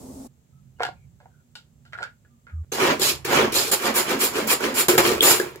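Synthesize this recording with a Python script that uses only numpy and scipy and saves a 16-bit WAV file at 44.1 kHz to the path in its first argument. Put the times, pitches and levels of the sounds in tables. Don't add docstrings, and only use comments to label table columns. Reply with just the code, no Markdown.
import sys
import numpy as np
from scipy import signal
from scipy.fft import rfft, irfft
from scipy.io import wavfile

SR = 44100
rng = np.random.default_rng(int(sys.argv[2]) if len(sys.argv) > 2 else 0)


def digitize_waveform(pressure):
    field = np.atleast_2d(pressure).T
    bounded = np.clip(field, -1, 1)
    quanta = np.round(bounded * 32767).astype(np.int16)
    wavfile.write(sys.argv[1], SR, quanta)


N = 246959


def from_db(db):
    return 10 ** (np.asarray(db) / 20)


def rms_one(x):
    return x / np.sqrt(np.mean(x ** 2) + 1e-20)


def in_time(rows):
    s, *columns = np.transpose(rows)
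    return [np.interp(np.arange(N) / SR, s, c, left=-150, right=c[-1]) for c in columns]


def body(spectrum, modes=()):
    hz = np.maximum(np.fft.rfftfreq(8192, 1 / SR), 10)
    colour_hz, colour_db = np.transpose(spectrum)
    db = np.interp(np.log(hz), np.log(colour_hz), colour_db)
    for centre, width, lift_db in modes:
        db = db + lift_db / (1 + (2 * (hz - centre) / width) ** 2)
    cepstrum = irfft(db * np.log(10) / 20)
    cepstrum[1:4096] *= 2
    cepstrum[4097:] = 0
    h = irfft(np.exp(rfft(cepstrum)))[:4096]
    return h / np.sqrt(np.sum(h ** 2))


def through(x, h):
    return signal.oaconvolve(x, h if x.ndim == 1 else h[None], axes=-1)[..., :N]


def grains(per_s, spread_db, own=0):
    heights = np.minimum(rng.exponential(1, (3, N)), 3.5)
    sizes = from_db(spread_db * heights) * rng.choice([-1, 1], (3, N))
    both, *each = sizes * (rng.random((3, N)) < per_s / SR)
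    share = np.clip(own, 0, 1)
    return rms_one(np.sqrt(1 - share) * both + np.sqrt(share) * np.array(each))


ALIKE_HZ = 411


def spread(size):
    low, high = (signal.butter(3, ALIKE_HZ, kind, fs=SR, output="sos") for kind in ("low", "high"))
    shared = signal.sosfilt(low, rng.standard_normal(size))
    return shared + signal.sosfilt(high, rng.standard_normal((2, size)))


def panned(pan_db):
    return from_db([pan_db / 2, -pan_db / 2])


# (start time [s], cord whistle over the cord [dB], left minus right [dB],
# echo level [dB], wobble over the drum [dB], hollow share of the drum [0-1])
MOMENTS = [(0, 11, -11, 0, -28, 0.3), (0.279, -12, -1, -4, -20, 0), (2.647, -30, -2, 0, -10, 0.17),
           (3.712, 1.5, -2, -0.5, -3, 0.17), (4.882, 0.5, -1, -2, -8.5, 0.6)]
MOMENT_COLUMNS = ("start", "whistle_db", "pan_db", "echo_db", "wobble_db", "hollow")


def by_moment(column):
    rows = np.array(MOMENTS)
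    now = np.searchsorted(rows[:, 0], np.arange(N) / SR, side="right") - 1
    return rows[now, MOMENT_COLUMNS.index(column)]


EARLY_T60_S, ROOM_T60_S, ROOM_DB = 0.016, 0.18, -4.5
WALL_CUT_HZ, THIN_HZ = 7700, 390


def echoes(early_db):
    t = np.arange(SR // 2) / SR
    early, late = (spread(size=len(t)) * from_db(-60 * t / t60) for t60 in (EARLY_T60_S, ROOM_T60_S))
    late = signal.lfilter(*signal.butter(1, WALL_CUT_HZ, fs=SR), late)
    both = (from_db(early_db) * rms_one(early) + from_db(ROOM_DB) * rms_one(late)) / np.sqrt(len(t))
    return signal.lfilter(*signal.butter(2, THIN_HZ, "high", fs=SR), both)


DIRECT_DB, RIGHT_LAG = -1, 6
PATTERN_S = 0.02


def kitchen(near, early_db, count=7):
    near = near * np.ones((2, 1))
    out = from_db(DIRECT_DB) * np.array([near[0], np.roll(near[1], RIGHT_LAG)])
    to_room = near * from_db(by_moment("echo_db"))
    turn = np.arange(N) / (PATTERN_S * SR)
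    edges = [round(row[0] * SR) for row in MOMENTS] + [N]
    for k in range(count):
        away = np.abs((turn - k + count / 2) % count - count / 2)
        part = to_room * np.cos(np.pi / 2 * np.minimum(away, 1))
        h = echoes(early_db)
        for a, b in zip(edges, edges[1:]):
            out[:, a:b] += signal.oaconvolve(part[:, a:b], h, axes=1)[:, :b - a]
    ends = np.array(edges[:-1] + [2 * N])
    to_jump = ends[np.searchsorted(edges, np.arange(N), side="right")] - np.arange(N)
    return out * np.minimum(1, to_jump / (0.0047 * SR))


AIR_DB = -65.5
# (frequency [Hz], relative level [dB])
AIR = [(120, -42.5), (229, -23), (326, -27.5), (600, -32), (1100, -40.5), (2690, -43), (5500, -46),
       (6500, -39.5), (9000, -47.5), (16000, -46.5)]
# (frequency [Hz], width [Hz], lift [dB])
AIR_MODES = [(233.6, 19, 12.8), (1280, 110, 2.4), (7570, 270, 10.4)]


def room_air():
    return from_db(AIR_DB) * through(spread(size=N), body(AIR, AIR_MODES))


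RUMBLE_PAN_DB = -6.5
# (time [s], level [dB])
RUMBLE = [(0.0, -48.5), (0.49, -64), (0.52, -55), (1.07, -51.5), (1.44, -61), (2.04, -53.5), (2.08, -58),
          (2.47, -59), (2.66, -56.5), (2.81, -47.5), (3.25, -46.5), (3.34, -38.5), (3.76, -52.5),
          (4.86, -52.5), (4.93, -39.5), (5.6, -53.5)]
# (frequency [Hz], relative level [dB])
RUMBLE_COLOUR = [(15, -27.5), (30, -35.5), (70, -8.5), (130, -11), (190, -14), (500, -100.5)]
# (frequency [Hz], width [Hz], lift [dB])
RUMBLE_MODES = [(137, 15.6, 10.7)]


def low_rumble():
    level_db, = in_time(RUMBLE)
    shaking = spread(size=N) + 0.35 * rng.standard_normal((2, N))
    coloured = through(shaking, body(RUMBLE_COLOUR, RUMBLE_MODES))
    return from_db(level_db) * panned(np.full(1, RUMBLE_PAN_DB)) * coloured


# (start time [s], end time [s], first frequency [Hz], last frequency [Hz],
# width [Hz], level before the fades [dB])
FAR = [(0.517, 0.616, 1300, 1300, 67, -73), (.76, 0.802, 2900, 2880, 130, -73),
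       (.94, 1.075, 2420, 2230, 220, -71), (1.29, 1.447, 1550, 1360, 160, -70.5),
       (2.27, 2.48, 1190, 1220, 26, -77.5), (2.49, 2.633, 1290, 1170, 60, -64.5)]


def far_tones():
    out = np.zeros((2, N))
    for start, end, from_hz, to_hz, width, db in FAR:
        a, b = int(start * SR), int(end * SR)
        turn = np.exp(2j * np.pi * np.cumsum(np.linspace(from_hz, to_hz, b - a)) / SR)
        slow = signal.lfilter(*signal.butter(2, width / 2, fs=SR), rng.standard_normal((2, 2, SR // 2)))
        re, im = slow[..., a - b:]
        tone = rms_one(np.real((re + 1j * im) * turn))
        out[:, a:b] += from_db(db) * tone * signal.windows.tukey(b - a)
    return out


SIMMER_DB = -42
# (frequency [Hz], relative level [dB])
SIMMER = [(15, -42), (25, -16), (76, -7.5), (130, -27), (263, 2), (309, -13.5), (427, -10.5), (911, -19),
          (1560, -37), (2840, -39.5), (7710, -27), (16000, -38)]


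def simmering_pot():
    at_pot = np.clip((MOMENTS[1][0] * SR - np.arange(N)) / (0.011 * SR), 0, 1)
    bubbles = np.abs(through(grains(55, 28.0), np.hanning(500) / 14))
    bubbling = spread(size=N) * (1 + 0.07 * bubbles)
    return from_db(SIMMER_DB) * at_pot * through(rms_one(bubbling), body(SIMMER))


BOOM_HZ = 80
# (time [s], level [dB])
BOOM = [(2.51, -63.5), (2.54, -30), (2.572, -30), (2.622, -29.5), (2.647, -45)]


def counter():
    level_db, = in_time(list(BOOM) + [(2.65, -150)])
    return np.sqrt(2) * from_db(level_db) * np.sin(2 * np.pi * BOOM_HZ * np.arange(N) / SR)


PATTER_PER_S = 3000


def bursts(times, db, t60, snap=13.0):
    out, t = np.zeros(N), np.arange(6000) / SR
    shape = (len(times), len(t))
    noise = rms_one(rng.standard_normal(shape) * (rng.random(shape) < PATTER_PER_S / SR))
    noise[:, 0] = snap
    for at, level_db, decay, row in zip(times, db, t60, noise):
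        a = int(at * SR)
        out[a:a + len(t)] += from_db(level_db - 60 * t / max(decay, .003)) * row
    return out


# (time [s], base level [dB], wall level [dB], bright level [dB], rattle t60 [s])
TAPS = [(0.787, -60, -64, -75, 0.079), (.797, -45, -39, -59, 0.057), (.805, -24.5, -32, -50, 0.032),
        (.813, -28.5, -33, -55, 0.15), (.822, -34, -32, -44, 0.13), (.833, -28, -27, -28.5, 0.031),
        (.851, -29, -31, -34, 0.063), (.866, -37, -37, -42, 0.063), (.888, -35, -52, -52, 0.051),
        (1.202, -55.5, -60, -72, 0.25), (1.257, -48, -60, -80, 0.044), (1.554, -54.5, -47, -41, 0.14),
        (1.852, -66, -60, -63.5, 0.21), (1.925, -64, -49, -60, 0.054), (1.932, -49, -34, -51, 0.12),
        (1.977, -48, -47, -55, 0.3), (1.987, -48, -33.5, -55, 0.03), (2.006, -40.5, -47, -59, 0.13),
        (2.022, -51, -34, -52, 0.15), (2.029, -40, -36, -41, 0.048), (2.038, -51, -39, -42.5, 0.049),
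        (2.05, -54, -39.5, -53, 0.061), (2.249, -69, -63, -77, 0.11), (2.468, -60, -47.5, -71, 0.18),
        (2.497, -66.5, -53.5, -72, 0.1), (2.636, -65, -65, -79, 0.048)]
# (frequency [Hz], relative level [dB])
CUP_BASE = [(150, -32), (450, -6), (950, -9), (2500, -59)]
CUP_WALL = [(500, -42), (1200, -9), (1700, -3.5), (2400, -4), (5000, -59)]
CUP_BRIGHT = [(1200, -47.5), (2800, 2.5), (4500, 2), (7000, -13), (11000, -15), (16000, -29)]
# (frequency [Hz], width [Hz], lift [dB])
CUP_BASE_MODES = [(476, 79, 1.5), (744, 95, 10.6), (900, 250, 5.7)]
LOADED_BASE_MODES = [(630, 110, 6), (880, 120, 9)]
CUP_WALL_MODES = [(1414, 210, 19), (1650, 130, 11), (1910, 62, 3.2), (2150, 190, 4.3), (2920, 120, 9)]
CUP_BRIGHT_MODES = [(2770, 240, 4), (3400, 270, 1.7), (4300, 200, 2.4), (7370, 640, 9.9)]
LOADED_S = 1.5


def cup():
    s, base_db, wall_db, bright_db, t60 = np.transpose(TAPS)
    base = bursts(s, base_db, t60)
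    loaded = np.arange(N) > LOADED_S * SR
    out = through(base * ~loaded, body(CUP_BASE, CUP_BASE_MODES))
    out += through(base * loaded, body(CUP_BASE, LOADED_BASE_MODES))
    out += through(bursts(s, wall_db, t60), body(CUP_WALL, CUP_WALL_MODES))
    return out + through(bursts(s, bright_db, t60), body(CUP_BRIGHT, CUP_BRIGHT_MODES))


RISE_BEND, FALL_BEND = 0.91, 0.88
TAKE_UP_S = 0.0005


def strokes(rows, shape):
    t, power = np.arange(N) / SR, np.zeros((3, N))
    for start, rise, hold, fall, *peaks_db in rows:
        take_up = np.clip((t - start) / TAKE_UP_S, 0, 1)
        rising = np.clip(1 - (t - start) / rise, 0, 1) ** RISE_BEND
        for k, (start_db, kept, end_db) in enumerate(shape):
            held = hold * np.clip(kept, 0, 1)
            falling = (np.maximum(t - start - rise - held, 0) / (fall + hold - held)) ** FALL_BEND
            level_db = peaks_db[k] - start_db * rising - end_db * falling
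            power[k] += take_up ** 2 * from_db(level_db) ** 2
    return power


BURST_RISE_S = 0.0045
# (time [s], t60 [s], drum level [dB], blades level [dB], cord level [dB])
BITES_AND_RATTLES = [(2.717, 0.82, -33.5, -32, -31.5), (3.245, 0.42, -42, -30, -30.5),
                     (3.82, 0.074, -38, -38, -31), (4.609, 0.057, -37, -30, -48),
                     (4.976, 0.15, -9.5, -11, -16), (5.049, 0.035, -39, -8, -41),
                     (5.4, 0.39, -29.5, -43, -64)]


def bites_and_rattles():
    t, power = np.arange(N) / SR, np.zeros((3, N))
    for s, t60, *db in BITES_AND_RATTLES:
        rise = np.clip((t - s) / BURST_RISE_S, 0, 1)
        level_db = np.array(db)[:, None] - 60 * np.maximum(t - s, 0) / t60
        power += rise ** 2 * from_db(level_db) ** 2
    return power


# (frequency [Hz], relative level [dB])
DRUM = [(60, -28.5), (130, -12), (250, -10), (420, -4), (620, -9.5), (1200, -42)]
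HOLLOW = [(150, -32), (300, -7.5), (480, -5.5), (900, -25)]
# (frequency [Hz], width [Hz], lift [dB])
DRUM_MODES = [(229, 32, 7.6), (351.3, 39, 7.6), (444, 230, 3.7)]
HOLLOW_MODES = [(362, 72, 16), (453, 28, 11)]


def drum(shake, chops):
    closed = np.clip(by_moment("hollow"), 0, 1)
    in_drum = shake * np.sqrt(1 - closed) * rms_one(grains(1000, 4.1) + chops)
    in_hollow = shake * np.sqrt(closed) * rms_one(grains(1500, 3.3) + chops)
    return through(in_drum, body(DRUM, DRUM_MODES)) + through(in_hollow, body(HOLLOW, HOLLOW_MODES))


WOBBLE_LAG_S = 0.017
# (frequency [Hz], relative level [dB])
WOBBLE = [(120, -25.5), (200, -12.5), (280, 0), (420, -35)]
# (frequency [Hz], width [Hz], lift [dB])
WOBBLE_MODES = [(218, 10, 20), (252, 28, 4.3)]


def wobble(pulling_power):
    late = np.roll(np.sqrt(pulling_power), int(WOBBLE_LAG_S * SR))
    sway = late * from_db(by_moment("wobble_db"))
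    return through(sway * grains(600, 1.7), body(WOBBLE, WOBBLE_MODES))


FACING = 0.76
# (frequency [Hz], relative level [dB])
BLADES = [(290, -44.5), (550, -5.5), (1000, -3.5), (1500, -7.5), (3200, -13), (3700, -16), (7000, -20.5),
          (12500, -61)]
# (frequency [Hz], width [Hz], lift [dB])
BLADE_MODES = [(1190, 90, 0.8), (2540, 1140, 4.3)]


def blades(bite, chops):
    return through(bite * rms_one(grains(7000, 4.4, FACING) + chops), body(BLADES, BLADE_MODES))


# (frequency [Hz], relative level [dB])
CORD = [(1500, -16), (2500, 8), (5000, 0.5), (6000, -3), (8000, -2.5), (10000, 3), (12400, 3), (13500, 4),
        (15600, -2), (15900, -62)]
WHISTLE = [(5500, -29), (7200, -26), (9500, -14.5), (12000, -12), (13400, -23.5), (15600, -20.5),
           (15850, -43)]
# (frequency [Hz], width [Hz], lift [dB])
CORD_MODES = [(4200, 550, 5.4), (5160, 1100, 7.9), (7200, 1600, 13.3), (10600, 480, 4.1), (11620, 210, 7.3)]
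WHISTLE_MODES = [(7200, 450, 22.6), (14480, 480, 16.7)]


def cord(rub, whistle, chops):
    rasp = through(rub * rms_one(grains(12000, 9.0, FACING) + chops), body(CORD, CORD_MODES))
    hiss = whistle * from_db(by_moment("whistle_db")) * grains(9000, 0.66, FACING)
    return rasp + through(hiss, body(WHISTLE, WHISTLE_MODES))


def blows(times, peak_db, h):
    clicks = np.zeros(N)
    clicks[(np.asarray(times) * SR).astype(int)] = from_db(peak_db)
    return through(clicks, h / np.abs(h).max())


CLICK_RISE_S = 0.00056
# (time [s], drum peak level [dB],
# click level [dB], click frequency [Hz], ringing share [0-1])
ONSETS_AND_KNOCKS = [(2.72, -19, -18, 6380, 0.9), (2.997, -10.5, -16, 6970, 0.28),
                     (3.251, -12.5, -16, 6900, 0.2), (3.524, -13.5, -16, 5000, 0.15),
                     (3.717, -39, -26, 7200, 0.6), (4.476, -30, -8, 7260, 0.03),
                     (4.607, -10.5, -18, 1480, 0.6), (4.953, -3, -16, 1630, 0.76),
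                     (4.985, -1, -3, 2360, 0.34), (5.117, -7.5, -20, 1200, 0), (5.152, -10, -38, 900, 0.6),
                     (5.207, -10, -0.5, 3380, 0.7), (5.227, -2.5, -16, 2000, 0.1),
                     (5.399, -2, -13.5, 1650, 1), (5.559, -18.5, -37, 2310, 0.6)]


def onsets_and_knocks():
    s, peak_db, click_db, click_hz, ringing = np.transpose(ONSETS_AND_KNOCKS)
    out = blows(s, peak_db, body(DRUM, DRUM_MODES) + 4 * body(HOLLOW, HOLLOW_MODES))
    t = np.arange(900) / SR
    cracks = np.diff(rng.standard_normal((len(s), len(t) + 1))) / 2
    for at, db, hz, share, crack in zip(s, click_db, click_hz, np.clip(ringing, 0, 1), cracks):
        ring = share * np.sin(2 * np.pi * hz * t)
        snap = (1 - share) * crack * from_db(-60 * t / 0.013)
        tick = (ring + snap) * from_db(-60 * t / 0.022) * np.minimum(1, t / CLICK_RISE_S)
        a = int(at * SR)
        out[a:a + len(t)] += from_db(db) * tick
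    return out


# (start time [s],
# rise [s], hold [s], fall [s], drum level [dB], blades level [dB], cord level [dB])
PULLS = [(2.768, 0.042, 0.13, 0.011, -23, -23, -32), (3.272, 0.056, 0.097, 0.053, -21, -20.5, -29),
         (3.79, 0.065, 0.04, 0.041, -28.5, -24.5, -28), (4.05, 0.045, 0.035, 0.079, -26, -25.5, -30),
         (4.305, 0.06, 0.036, 0.095, -27, -28.5, -31.5), (4.59, 0.048, 0.011, 0.11, -27, -26, -31),
         (4.99, 0.063, 0.08, 0.066, -23, -26, -24.5)]
REWINDS = [(2.993, 0.025, 0.082, 0.059, -32.5, -30.5, -21), (3.52, 0.035, 0.011, 0.27, -29, -29, -19.5),
           (3.714, 0.0012, 0.028, 0.026, -30.5, -26, -22.5), (3.94, 0.023, 0.024, 0.087, -28, -24, -23),
           (4.19, 0.024, 0.04, 0.073, -33, -26.5, -23.5), (4.47, 0.034, 0.033, 0.024, -27.5, -23.5, -22.5),
           (4.74, 0.046, 0.028, 0.047, -32.5, -25.5, -23), (4.882, 0.0017, 0.0058, 0.091, -16, -20, -18.5),
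           (5.216, 0.014, 0.089, 0.11, -23, -20.5, -18)]
# (drop at the start [dB], share of the hold kept [0-1],
# drop after the fall [dB])
PULL_SHAPE = [(15, 0.92, 11.5), (14.1, 0.79, 14), (20.7, 0.45, 23)]
REWIND_SHAPE = [(12, 0.97, 17), (12, 0.82, 16.9), (14, 1, 25.1)]
# (drum level [dB], blades level [dB], cord level [dB])
CHOP_DB = (-6, -5, -8)
CHOPS_PER_S, CHOP_SPREAD_DB = 350, 4.2
PULL_WHISTLE_DB = -27


def chopper():
    pulling = strokes(PULLS, PULL_SHAPE)
    winding = strokes(REWINDS, REWIND_SHAPE) + bites_and_rattles()
    shake, bite, rub = np.sqrt(pulling + winding)
    whistle = np.sqrt(from_db(PULL_WHISTLE_DB) ** 2 * pulling[2] + winding[2])
    chops = from_db(CHOP_DB)[:, None, None] * grains(CHOPS_PER_S, CHOP_SPREAD_DB)
    out = drum(shake, chops[0]) + wobble(pulling[0])
    out += blades(bite, chops[1]) + cord(rub, whistle, chops[2])
    return out + onsets_and_knocks()


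CUP_EARLY_DB, CHOPPER_EARLY_DB = -1.5, -4.5


def scene():
    background = room_air() + low_rumble() + far_tones() + simmering_pot()
    near = counter() + kitchen(cup(), CUP_EARLY_DB) + kitchen(chopper(), CHOPPER_EARLY_DB)
    return background + near * panned(by_moment("pan_db"))


CUTOFF_HZ = 16400


def record(dry):
    top_cut = signal.cheby2(20, 60, CUTOFF_HZ, fs=SR, output="sos")
    return np.clip(signal.sosfilt(top_cut, dry), -1, 1)


dry = scene()
out = record(dry)
digitize_waveform(out)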